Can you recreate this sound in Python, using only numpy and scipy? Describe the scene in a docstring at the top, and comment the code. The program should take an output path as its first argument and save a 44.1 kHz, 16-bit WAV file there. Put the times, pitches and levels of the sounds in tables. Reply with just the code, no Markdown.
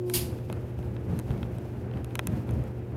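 """Inside a turning clothes dryer

An empty clothes dryer turns, heard from inside its steel drum. Wavering tones make the motor's hum and whirr.
Shaped noise makes a rolling rumble that builds up, swells at each bump, and has a faint hiss over it.
The drum groans briefly on a sagging tone, and thin metal is brushed, then rattles once: noise and high tones.
The vanes knock and tick with short, gritty rings, and the drum wall thumps with low, fading sines."""
import sys
import numpy as np
from scipy import signal
from scipy.fft import irfft
from scipy.io import wavfile
from scipy.ndimage import uniform_filter1d

SR = 44100
rng = np.random.default_rng(int(sys.argv[2]) if len(sys.argv) > 2 else 0)


def unload_audio(sound):
    """Save the sound as a 16-bit wav file, at the path given as the first command line argument."""
    columns = np.transpose(np.atleast_2d(sound))
    # keep every value between -1 and 1, then stretch to whole-number steps
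    steps = np.round(np.clip(columns, -1, 1) * 32767)
    wavfile.write(sys.argv[1], SR, steps.astype(np.int16))


N = 130536
t = np.arange(N) / SR  # time in s
HUM_HZ = 120.0


def undb(db):
    """Turn decibels into a gain."""
    return 10 ** (np.asarray(db) / 20)


def unit(x):
    """Scale a signal to rms 1."""
    return x / np.sqrt(np.mean(x ** 2))


def walk(rate):
    """Slow random wandering around 0, spread near 1: levels held for 1 / rate s, then smoothed twice."""
    k = int(SR / rate)
    steps = np.repeat(rng.standard_normal(N // k + 1), k)
    smooth = uniform_filter1d(uniform_filter1d(steps, k), k)
    return unit(smooth[:N])


def noise(points, notch=0):
    """Noise of rms 1 with a (Hz, dB) colour, steep below its lowest point; the notch leaves room for the hum."""
    notch_width_hz = 12.5
    f = np.arange(N // 2 + 1) * SR / N + 1  # the 1 avoids log(0)
    hz, db = np.array(points).T
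    gain = undb(np.interp(np.log(f), np.log(hz), db)) * np.minimum(f / hz[0], 1) ** 5
    gain = gain * (1 - notch * np.exp(-((f - HUM_HZ) / notch_width_hz) ** 2))
    random_phase = np.exp(2j * np.pi * rng.random(len(f)))
    return unit(irfft(gain * random_phase, N))


def tone(hz):
    """A sine of rms 1 that follows a moving pitch."""
    return np.sqrt(2) * np.sin(2 * np.pi * (np.cumsum(hz) / SR + rng.random()))


def envelope(start, attack, hold, release):
    """Straight rise, then exponential fall with time constant release; hold counts from the start."""
    rise = np.clip((t - start) / attack, 0, 1)
    return rise * np.exp(-np.maximum(t - start - hold, 0) / release)


def motor():
    """Mains hum, firmer under the first strain, with the wavering whirr of the turning parts."""
    # motor hum: [multiple of the hum pitch, running level/dB, extra level under strain/dB]
    hum_parts = [(1, -38, 1), (2, -53.5, 8.5), (3, -48, 13.5), (4, -63.5, -4), (5, -64, 3)]
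    # whirring tones of the motor and blower: [f/Hz, middle level/dB]
    whirr_tones = [(310, -55.5), (409, -55.5), (446, -57.5), (520, -58.5)]
    strain_end_s, strain_fade_s = 0.15, 0.12
    strain = np.exp(-np.maximum(t - strain_end_s, 0) / strain_fade_s)
    pitch = HUM_HZ * (1 + 0.0042 * walk(12))
    out = np.zeros(N)
    for multiple, db, extra in hum_parts:
        # the waver shrinks to nothing midway through the fade, then grows back
        waver = 2.5 * (0.5 - strain) * walk(14)
        out += tone(multiple * pitch) * undb(db + extra * strain + waver)
    for hz, db in whirr_tones:
        out += tone(hz * (1 + 0.00593 * walk(9))) * undb(db + 3.7 * walk(8.63))
    return out


def drum():
    """Rolling noise that builds up at first, added noise at each bump, and the faint hiss of the seal."""
    # colour of the rolling noise: [f/Hz, relative level per Hz/dB]
    roll_colour = [(52, -10), (68, 1), (100, -0.5), (135, 0), (160, -13.5), (198, -5), (260, -12.5),
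                   (320, -9), (380, -16), (480, -16), (620, -21), (860, -24.5), (1100, -31.5), (1500, -32),
                   (2000, -36.5), (2700, -41), (4000, -53.5), (8000, -64), (16000, -70)]
    # colour of the noise of a bump: [f/Hz, relative level per Hz/dB]
    bump_colour = [(56, -12), (70, 2.5), (135, -0.5), (200, -1.5), (330, -13), (480, -16.5), (800, -25),
                   (1400, -35.5), (2600, -41), (4000, -48.5), (8000, -58), (13000, -54), (16000, -71)]
    # bumps of the drum: [start t/s, time from start to fall/s, level/dB]
    bumps = [(0.139, 0.04, -34), (0.213, 0.11, -39.5), (0.488, 0.031, -36.5), (1.079, 0.081, -30.5),
             (1.261, 0.18, -34), (1.925, 0.065, -36.5), (2.262, .11, -30.5), (2.474, 0.12, -33.5)]
    # colour of the rim sliding on its seal: [f/Hz, relative level per Hz/dB]
    seal_colour = [(2500, 9), (3500, 2), (5000, 0), (8000, -3.5), (11000, -2), (13500, -1.5), (16000, -9)]
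    # course of the seal's hiss: [t/s, middle level/dB]
    seal_level = [(.05, -65.5), (.4, -62), (.62, -66.5), (.85, -64.5), (1.02, -68.5), (1.14, -63),
                  (1.37, -63.5), (1.8, -67.5), (2.0, -67), (2.36, -64), (2.6, -65), (2.8, -69)]
    roll_db, start_dip_db, build_up_s, flicker_db = -37, -7.5, 0.18, 1.4
    level = roll_db + start_dip_db * np.exp(-t / build_up_s) + flicker_db * walk(25.24)
    roll = noise(roll_colour, notch=0.76) * undb(level)
    attack_s, release_s = 0.015, 0.045
    load = sum(undb(db) * envelope(start, attack_s, length, release_s) for start, length, db in bumps)
    hiss_db = np.interp(t, *np.array(seal_level).T) + 1.7 * walk(68)
    return roll + load * noise(bump_colour) + noise(seal_colour) * undb(hiss_db)


def groan():
    """The drum rubs on its seal: a sagging, unsteady tone with overtones swells and fades."""
    # overtones of the groan: [multiple of its pitch, level at the peak/dB]
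    overtones = [(2, -42), (3, -52), (4, -52.5), (5, -61), (6, -60.5)]
    peak_s, width_s, peak_hz, sag_hz_per_s = 0.144, 0.085, 172.6, 30.5
    pitch = (peak_hz - sag_hz_per_s * (t - peak_s)) * (1 + 0.0157 * walk(31.7))
    swell = np.exp(-((t - peak_s) / width_s) ** 2 / 2)
    return swell * sum(undb(db) * tone(multiple * pitch) for multiple, db in overtones)


def rattle():
    """Thin metal is brushed, then sizzles as fading noise and rings out in many high tones."""
    # colour of the sizzle: [f/Hz, relative level per Hz/dB]
    sizzle_colour = [(750, -5.5), (1050, -5.5), (1250, -10), (1540, -11.5), (1900, -6.5), (2790, 0),
                     (3790, -3), (4650, 3.5), (5900, -3), (7900, -2), (10400, 3.5), (12200, 2), (13900, 2),
                     (16000, -16)]
    # ringing of the thin metal: [f/Hz, relative level/dB]
    sheet_tones = [(1000, -16), (1540, -14), (1890, -15), (2160, -12), (2815, -8), (3640, -9), (4280, -10),
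                   (4943, -4), (6734, -4), (8402, -4), (8861, -6), (10070, -15), (10482, -12), (11211, 3.5),
                   (11606, 1), (11847, 1), (12401, -6), (13108, -10), (13455, -16), (13612, 1), (15120, -4)]
    start_s, attack_s, hold_s, split_hz = 0.1358, 0.0038, 0.024, 5300
    low_t60_s, high_t60_s, ring_t60_s = 0.37, 0.23, 0.26  # time to fall by 60 dB
    scuff_db, sizzle_db, ring_db = -51, -28, -39.5

    def fall(hold, t60):
        """The rattle's rise, then a fall of 60 dB in t60 s."""
        return envelope(start_s, attack_s, hold, t60 / np.log(1000))

    source = noise(sizzle_colour)
    scuff = undb(scuff_db) * envelope(0.047, 0.09, 0.1, 0.04) * source
    low = signal.sosfilt(signal.butter(1, split_hz, fs=SR, output="sos"), source)
    high = source - low  # the upper sizzle dies sooner
    sizzle = low * fall(hold_s, low_t60_s) + high * fall(hold_s, high_t60_s)
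    sizzle = sizzle * undb(sizzle_db + 0.85 * walk(340))
    ring = np.zeros(N)
    for hz, db in sheet_tones:
        ring += undb(ring_db + db + 1.5 * walk(49)) * tone(hz * (1 + 0.0018 * walk(177)))
    return scuff + sizzle + ring * fall(0, ring_t60_s)


def knocks():
    """Short, gritty contacts ring the vanes; each has its own share of thud, clack and tick."""
    # knocks and ticks, before the ring levels: [t/s, thud level/dB, unused level/dB, clack level/dB, tick level/dB]
    hits = [(0.098, -41, -47, -40, -34), (.235, -45.5, -45, -52, -53), (.387, -44, -54, -54, -70),
            (0.499, -28, -43.5, -46.5, -54), (0.5267, -53, -39, -43.5, -39.5), (.789, -33, -50, -57, -57),
            (.828, -47, -55, -57, -59), (.965, -44, -48, -49, -70), (1.19, -40, -38.5, -47.5, -34),
            (1.197, -40, -49, -51, -41.5), (1.306, -37, -40.5, -47, -53), (1.314, -42, -39.5, -51.5, -53),
            (1.3778, -57, -63, -57, -54), (1.4293, -44, -33.5, -41.5, -56), (1.584, -35, -52, -57, -49.5),
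            (1.913, -40, -46, -51.5, -70), (1.937, -37, -46.5, -52, -70), (1.972, -42, -43, -53.5, -70),
            (2.045, -61, -48, -49.5, -41.5), (2.108, -40, -48.5, -55.5, -62), (2.154, -50, -51, -35.5, -31),
            (2.1921, -34, -25.5, -29, -31.5), (2.271, -50, -55, -37.5, -26), (2.368, -61, -45.5, -66, -56),
            (2.491, -54, -50, -47.5, -56), (2.509, -32, -41, -61, -46), (2.5382, -45, -57, -64, -54),
            (2.639, -55, -60, -60, -52)]
    # rings of a vane: [f/Hz, relative level/dB, time to fall 60 dB/s, part (rounds to 0 thud, +-2 clack, 3 tick)]
    vane_rings = [(330, -5, 0.026, -0.5), (500, -5.5, 0.02, -1.5), (683, -9, 0.022, 0.5),
                  (945, -4, 0.019, 1.5), (1333, -5.5, 0.021, 1.5), (1579, -3.5, 0.015, 1.5),
                  (2084, -4, 0.011, 1.5), (2576, -1.5, 0.013, 2), (3230, -1, 0.0082, 2),
                  (3790, -5, 0.0092, 2), (5500, -13, 0.0027, 3), (6440, -7.5, 0.0061, 3),
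                  (7320, -7, 0.0048, 3), (8970, 0.5, 0.0047, 3), (10830, 1, 0.0036, 3),
                  (11800, 0.5, 0.0038, 3), (13430, -7, 0.0036, 3)]
    boost_db, contact_s, grit_share, detune, grit_width = 8.5, 0.00083, 0.72, 0.031, 0.35
    out = np.zeros(N)
    age = t[:SR // 20]  # each knock lasts 1/20 s
    for start, *part_levels in hits:
        i = int(start * SR)
        for k, (hz, db, t60, part) in enumerate(vane_rings):
            phase = 2 * np.pi * hz * (1 + detune * rng.standard_normal()) * age
            # slow noise roughens each ring
            lowpass = signal.butter(2, hz * grit_width, fs=SR, output="sos")
            grit = grit_share * unit(signal.sosfilt(lowpass, rng.standard_normal(len(age))))
            decay = (1 - np.exp(-age / contact_s)) * np.exp(-np.log(1000) * age / t60)
            gain = undb(boost_db + db + part_levels[abs(round(part))])
            # every second ring starts the other way round
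            out[i:i + len(age)] += gain * decay * ((-1) ** k * np.sin(phase) + grit * np.cos(phase))
    return out


def thumps():
    """The drum wall flexes with a soft, low thump: three fading sines around a pitch given for each thump."""
    # low thumps of the drum wall, before the ring levels: [start t/s, level/dB, f/Hz]
    wall_hits = [(0.173, -23.5, 85), (0.462, -25, 106), (0.789, -22, 131), (1.088, -22, 135),
                 (1.13, -20, 156), (1.17, -28, 111), (1.253, -25, 86), (1.3, -17, 110), (1.345, -26, 103),
                 (1.37, -27, 86), (2.283, -25, 130), (2.339, -25, 136), (2.395, -26, 103),
                 (2.495, -24, 117), (2.528, -20, 90), (2.564, -21, 118), (2.595, -20, 119),
                 (2.894, -30, 85)]
    # what a thump rings with: [multiple of its pitch, relative level/dB, time to fall 60 dB/s]
    wall_rings = [(.68, -7, 0.06), (1, -2.5, 0.091), (2.2, -18, 0.036)]
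    out = np.zeros(N)
    for start, db, hz in wall_hits:
        for ratio, ring_db, t60 in wall_rings:
            shape = envelope(start, 0.0048, 0.0053, t60 / np.log(1000))
            out += undb(db + ring_db) * shape * np.sin(2 * np.pi * hz * ratio * (t - start))
    return out


def scene():
    """Everything sounds together, close by inside the drum."""
    return (motor() + drum() + groan() + rattle() + knocks() + thumps())[None]


def record(dry):
    """The recorder drops the deepest bass and cuts the top."""
    bass_hz, top_hz = 45, 16000
    dry = signal.sosfilt(signal.butter(4, bass_hz, "high", fs=SR, output="sos"), dry)
    return signal.sosfilt(signal.ellip(8, .2, 70, top_hz, fs=SR, output="sos"), dry)


dry = scene()
out = record(dry)
unload_audio(out)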